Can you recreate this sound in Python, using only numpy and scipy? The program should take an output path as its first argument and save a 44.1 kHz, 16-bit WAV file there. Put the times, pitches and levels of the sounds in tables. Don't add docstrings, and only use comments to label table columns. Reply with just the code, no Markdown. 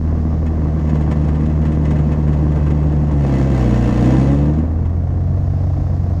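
import sys
import numpy as np
from scipy import signal
from scipy.fft import rfft, irfft, next_fast_len
from scipy.io import wavfile
from scipy.ndimage import uniform_filter1d, map_coordinates

SR = 44100
rng = np.random.default_rng(int(sys.argv[2]) if len(sys.argv) > 2 else 0)


def dump(signal):
    limited = np.clip(np.atleast_2d(signal).T, -1, 1)
    pcm = np.round(limited * 32767).astype(np.int16)
    wavfile.write(sys.argv[1], SR, pcm)


N = 273420


def amp(db):
    return 10 ** (np.asarray(db) / 20)


def unit(x):
    return x / np.sqrt(np.mean(x ** 2) + 1e-20)


def curve(rows):
    times, values = np.transpose(rows)
    return np.interp(np.arange(N) / SR, times, values)


def wobble(rate):
    points = rng.standard_normal(int(N * rate / SR) + 4)
    return map_coordinates(points, [np.arange(N) * rate / SR])


def filtered(x, response, table):
    size = 2 * next_fast_len(N)
    hz = np.fft.rfftfreq(size, 1 / SR)
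    return irfft(rfft(x, size) * response(table, hz), size)[:N]


def colour(points, hz):
    point_hz, db = np.transpose(points)
    gain = amp(np.interp(np.log(hz + 1), np.log(point_hz), db))
    cepstrum = irfft(np.log(gain))
    half = len(cepstrum) // 2
    cepstrum[1:half] *= 2
    cepstrum[half + 1:] = 0
    return np.exp(rfft(cepstrum))


def ringing(modes, hz):
    return sum(amp(db) * 1j * hz * width / (pitch * pitch - hz * hz + 1j * hz * width)
               for pitch, width, db in modes)


def strokes(cycles, scatter_db):
    starts = np.flatnonzero(np.diff(np.floor(cycles)) > 0)
    clicks = np.zeros(N)
    clicks[starts] = amp(scatter_db * np.clip(rng.standard_normal(len(starts)), -2, 2))
    return clicks


def fading(clicks, life):
    return signal.lfilter([1], [1, -np.exp(-1 / (life * SR))], clicks)


def tone(cycles, multiple, rough_db, drift, lag=0.2573):
    phase = 2 * np.pi * multiple * cycles - lag * multiple ** 2 + drift * wobble(24)
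    return unit(amp(rough_db * wobble(40)) * np.cos(phase))


def throttle(speed, full_pull=30):
    pull = np.clip(np.gradient(speed) * SR / full_pull, 0, 1)
    return uniform_filter1d(pull, size=SR // 8)


def strength(speed, rule):
    labouring_db, free_db, changeover, width, pull_db = rule
    freedom = .5 + .5 * np.tanh((speed - changeover) / (2 * width))
    return amp((1 - freedom) * (labouring_db + pull_db * throttle(speed)) + freedom * free_db)


DRONE_RULES = [(-18.5, -17.5, 70.5, 0.73, -0.5), (-17, -37, 80, 1.68, 1.5), (-27.5, -39.5, 81.7, 1.1, 4.5),
               (-25, -51.5, 77.4, 1.58, 4.5)]
LOPE_RULES = [(-43, -29.5, 76, 2.2, -2.5), (-39.5, -23.5, 82.5, 1.6, -0.5)]
THROB_RULE = (-47, -25, 80.5, 2.5, 2)
# multiple of the firing rate, relative level in dB.
RASP_TONES = [(5, -3), (6, -9.5), (7, -4.5), (8, 0), (10, -2.5), (12, 1)]
# frequency in Hz, boost or cut in dB.
PIPE_COLOUR = [(15, -14), (35, -4.5), (60, 1.5), (110, 3.5), (190, 2), (250, -0.5), (315, -1), (385, -12),
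               (490, -10), (570, -17.5), (680, -16.5), (850, -23.5), (1130, -21), (1300, -32),
               (1850, -32.5), (2700, -48.5), (6000, -72.5)]


def exhaust_note(speed, cycles):
    first, second, third, fourth = (strength(speed, rule) for rule in DRONE_RULES)
    drone = first * tone(cycles, 0.99, rough_db=0.36, drift=.04)
    drone += second * tone(cycles, 2, rough_db=0.77, drift=0.061)
    buzz = third * tone(cycles, 3, rough_db=2, drift=.16)
    buzz += fourth * tone(cycles, 4, rough_db=2, drift=.22)
    overtones = sum(amp(db) * tone(cycles, k, rough_db=3, drift=.12 * k) for k, db in RASP_TONES)
    rasp = amp(2) * fourth * filtered(overtones, colour, PIPE_COLOUR)
    once, thrice = (strength(speed, rule) for rule in LOPE_RULES)
    lope = once * tone(cycles, 1 / 2, rough_db=1, drift=.15)
    lope += thrice * tone(cycles, 3 / 2, rough_db=1, drift=.15, lag=.9)
    throb = strength(speed, THROB_RULE) * tone(cycles, .735, rough_db=1.5, drift=.5)
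    return misfires() * (drone + buzz + rasp) + lope + throb


RUMBLE_RULE = (-25, -23, 74.5, -1.2, -1)
BARK_RULE = (-19.5, -28.5, 81, 2, 0.5)


def burning_gas(speed, cycles, split_hz=190):
    thumps = unit(strokes(cycles, scatter_db=4.5) * rng.uniform(-0.9, 1, N))
    puffs = unit(fading(strokes(cycles, scatter_db=3.5), life=0.028) * rng.standard_normal(N))
    gas = unit(filtered(.5 * thumps + puffs, colour, PIPE_COLOUR))
    rumble = signal.sosfilt(signal.butter(3, split_hz, "low", fs=SR, output="sos"), gas)
    bark = signal.sosfilt(signal.butter(3, split_hz, "high", fs=SR, output="sos"), gas)
    return strength(speed, RUMBLE_RULE) * rumble + strength(speed, BARK_RULE) * bark


def contacts(spiky_db):
    return unit(rng.standard_normal(N) * amp(spiky_db * wobble(2500)))


# frequency in Hz, boost or cut in dB.
CLACK_COLOUR = [(200, -24), (500, 19.5), (800, 11), (1300, 2), (1900, -3.5), (2300, -7), (3600, -29),
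                (5000, -17), (6700, -16), (7500, -25.5), (8400, -22), (15500, -24)]
# pitch in Hz, width in Hz, relative level in dB.
METAL_RINGS = [(1034, 60, 7), (1165, 40, 3), (1324, 30, 2), (1593, 28, 6), (1700, 40, -1), (1790, 45, 6),
               (1997, 32, 7), (2142, 28, -1), (2249, 30, -4), (2558, 55, 2), (2689, 26, -1), (2877, 36, -3),
               (3020, 40, -9), (3255, 30, -3), (3550, 90, -15), (3920, 60, -13), (4290, 100, -16),
               (5250, 42, -12), (5630, 90, -16), (6510, 55, -10), (6800, 70, -14), (8130, 100, -16),
               (8660, 50, -19)]


def struck_metal(force, ring_db, spiky_db):
    clack = filtered(force * contacts(spiky_db), colour, CLACK_COLOUR)
    ring = filtered(force * contacts(spiky_db), ringing, METAL_RINGS)
    return clack + amp(ring_db) * ring


RATTLE_RULE = (-46.5, -63.5, 78, 2.3, 4)
CHATTER_RULE = (-38, -70, 71.5, 2.37, 0.5)
# multiple of the firing rate, relative level in dB.
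ROCKING_TONES = [(2.5, 2), (3.5, 1.5), (4.5, -2), (5.5, -4.5)]
# pitch in Hz, width in Hz, relative level in dB.
FRAME_BOOMS = [(209.5, 25, -2), (322, 150, -8)]


def rattle_and_shudder(speed, cycles):
    force = strength(speed, RATTLE_RULE) + strength(speed, CHATTER_RULE)
    jolts = unit(fading(strokes(cycles, scatter_db=2), life=.007))
    shake = unit(.9 + jolts)
    rocking = sum(amp(db) * tone(cycles, k, rough_db=2, drift=.22) for k, db in ROCKING_TONES)
    shudder = filtered(rocking, ringing, FRAME_BOOMS)
    rattle = struck_metal(amp(8) * force * shake, ring_db=1, spiky_db=0.5)
    return rattle + amp(14) * force * shudder


# frequency in Hz, boost or cut in dB.
SWISH_COLOUR = [(250, -18), (450, 1.5), (680, 9.5), (900, -5), (1150, -7.5), (1300, -11), (1900, -17),
                (2600, -30.5), (6000, -37.5)]
HISS_COLOUR = [(300, -2.5), (2000, 3.5), (3200, -2.5), (5000, 2.5), (6600, -1), (7500, -10.5), (9800, -8.5),
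               (12900, -3.5), (15500, -3)]
# time in seconds, level in dB.
HISS_LEVELS = [(0, -55.5), (4.4, -60.5), (4.75, -61), (5.1, -60.5), (5.6, -55), (6.2, -54.5)]


def propeller(speed, cycles):
    passes = strokes(cycles / 3, scatter_db=1.2)
    gusts = unit(fading(fading(passes, life=.003), life=.007))
    chop = unit(.85 + gusts)
    tip_gain = (speed / 90) ** 1.5
    swish = unit(filtered(chop * rng.standard_normal(N), colour, SWISH_COLOUR))
    hiss = unit(filtered(rng.standard_normal(N), colour, HISS_COLOUR))
    return amp(-38.5) * tip_gain * swish + amp(curve(HISS_LEVELS)) * hiss


# time in seconds, relative level in dB.
LOUD_KNOCKS = [(0.4643, -32.5), (0.792, -38.5), (0.8495, -38.5), (0.8953, -31), (0.954, -33), (1.01, -32.5),
               (1.114, -25.5), (1.2443, -35.5), (1.2852, -32), (1.348, -35.5), (1.4054, -36), (1.4586, -33),
               (1.6162, -35.5), (1.6537, -28.5), (1.721, -32), (1.852, -28), (1.9091, -27), (1.9574, -34.5),
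               (1.9884, -32.5), (2.119, -30.5), (2.2789, -35.5), (2.3311, -31.5), (2.5182, -33.5),
               (2.5588, -33.5), (2.6656, -31), (2.7057, -31), (2.9227, -35), (3.1136, -33.5),
               (3.241, -33.5), (4.5856, -38), (4.8539, -38)]
# frequency in Hz, boost or cut in dB.
KNOCK_COLOUR = [(400, -4.5), (1300, 2), (3200, 1), (4500, -3.5), (8500, 0), (14000, -6)]
TAP_SPEED, TAP_RANGE = 76.2, 1.3


def gear_knocks(speed, cycles, life=0.013, rise=0.0037, firings_per_tap=5):
    unsettled = np.exp(-.5 * ((speed - TAP_SPEED) / TAP_RANGE) ** 2)
    taps = strokes(cycles / firings_per_tap + .2 * wobble(8), scatter_db=2.2)
    blows = amp(-40) * unsettled * taps
    for seconds, db in LOUD_KNOCKS:
        blows[round((seconds - rise) * SR)] += amp(db)
    force = fading(blows, life) - fading(blows, life * rise / (life + rise))
    clacks = struck_metal(amp(4.5) * force, ring_db=2, spiky_db=1.4)
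    return filtered(clacks, colour, KNOCK_COLOUR)


# time in seconds, share of the exhaust note lost from 0 to 1.
MISFIRE_GAPS = [(0.599, 0.2), (.803, 0.6), (1.153, .45), (1.255, 0.3), (3.903, 0.68), (3.94, .45),
                (4.25, 0.4)]


def misfires(half_gap_s=0.0066):
    t = np.arange(N) / SR
    return 1 - sum(lost * np.exp(-.5 * ((t - when) / half_gap_s) ** 2) for when, lost in MISFIRE_GAPS)


# time in seconds, firings per second.
ENGINE_SPEED = [(0, 79.5), (.5, 79), (.95, 75.5), (1.25, 75.6), (1.6, 77), (1.85, 75.1), (2.14, 75),
                (3.08, 74.4), (3.35, 66.6), (3.49, 68), (3.66, 60.2), (4.01, 59.8), (4.12, 64.1),
                (4.39, 71.7), (4.71, 81.5), (5.33, 91.4), (5.72, 91), (6.2, 89.3)]


def scene():
    speed = curve(ENGINE_SPEED)
    cycles = np.cumsum(speed) / SR
    sources = (exhaust_note, burning_gas, rattle_and_shudder, gear_knocks, propeller)
    return sum(source(speed, cycles) for source in sources)[None]


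# frequency in Hz, boost or cut in dB.
TREBLE_DIP = [(7000, 0), (8600, -4), (10000, -14.5), (11400, -22.5), (12800, -7.5), (15500, -15.5)]


def record(dry, top_hz=15650):
    fade = np.minimum(np.arange(N) / (.003 * SR), 1)
    heard = filtered(dry[0] * fade * fade[::-1], colour, TREBLE_DIP)
    top_cut = signal.ellip(12, .1, 90, top_hz, fs=SR, output="sos")
    return signal.sosfilt(top_cut, heard)[None]


dry = scene()
out = record(dry)
dump(out)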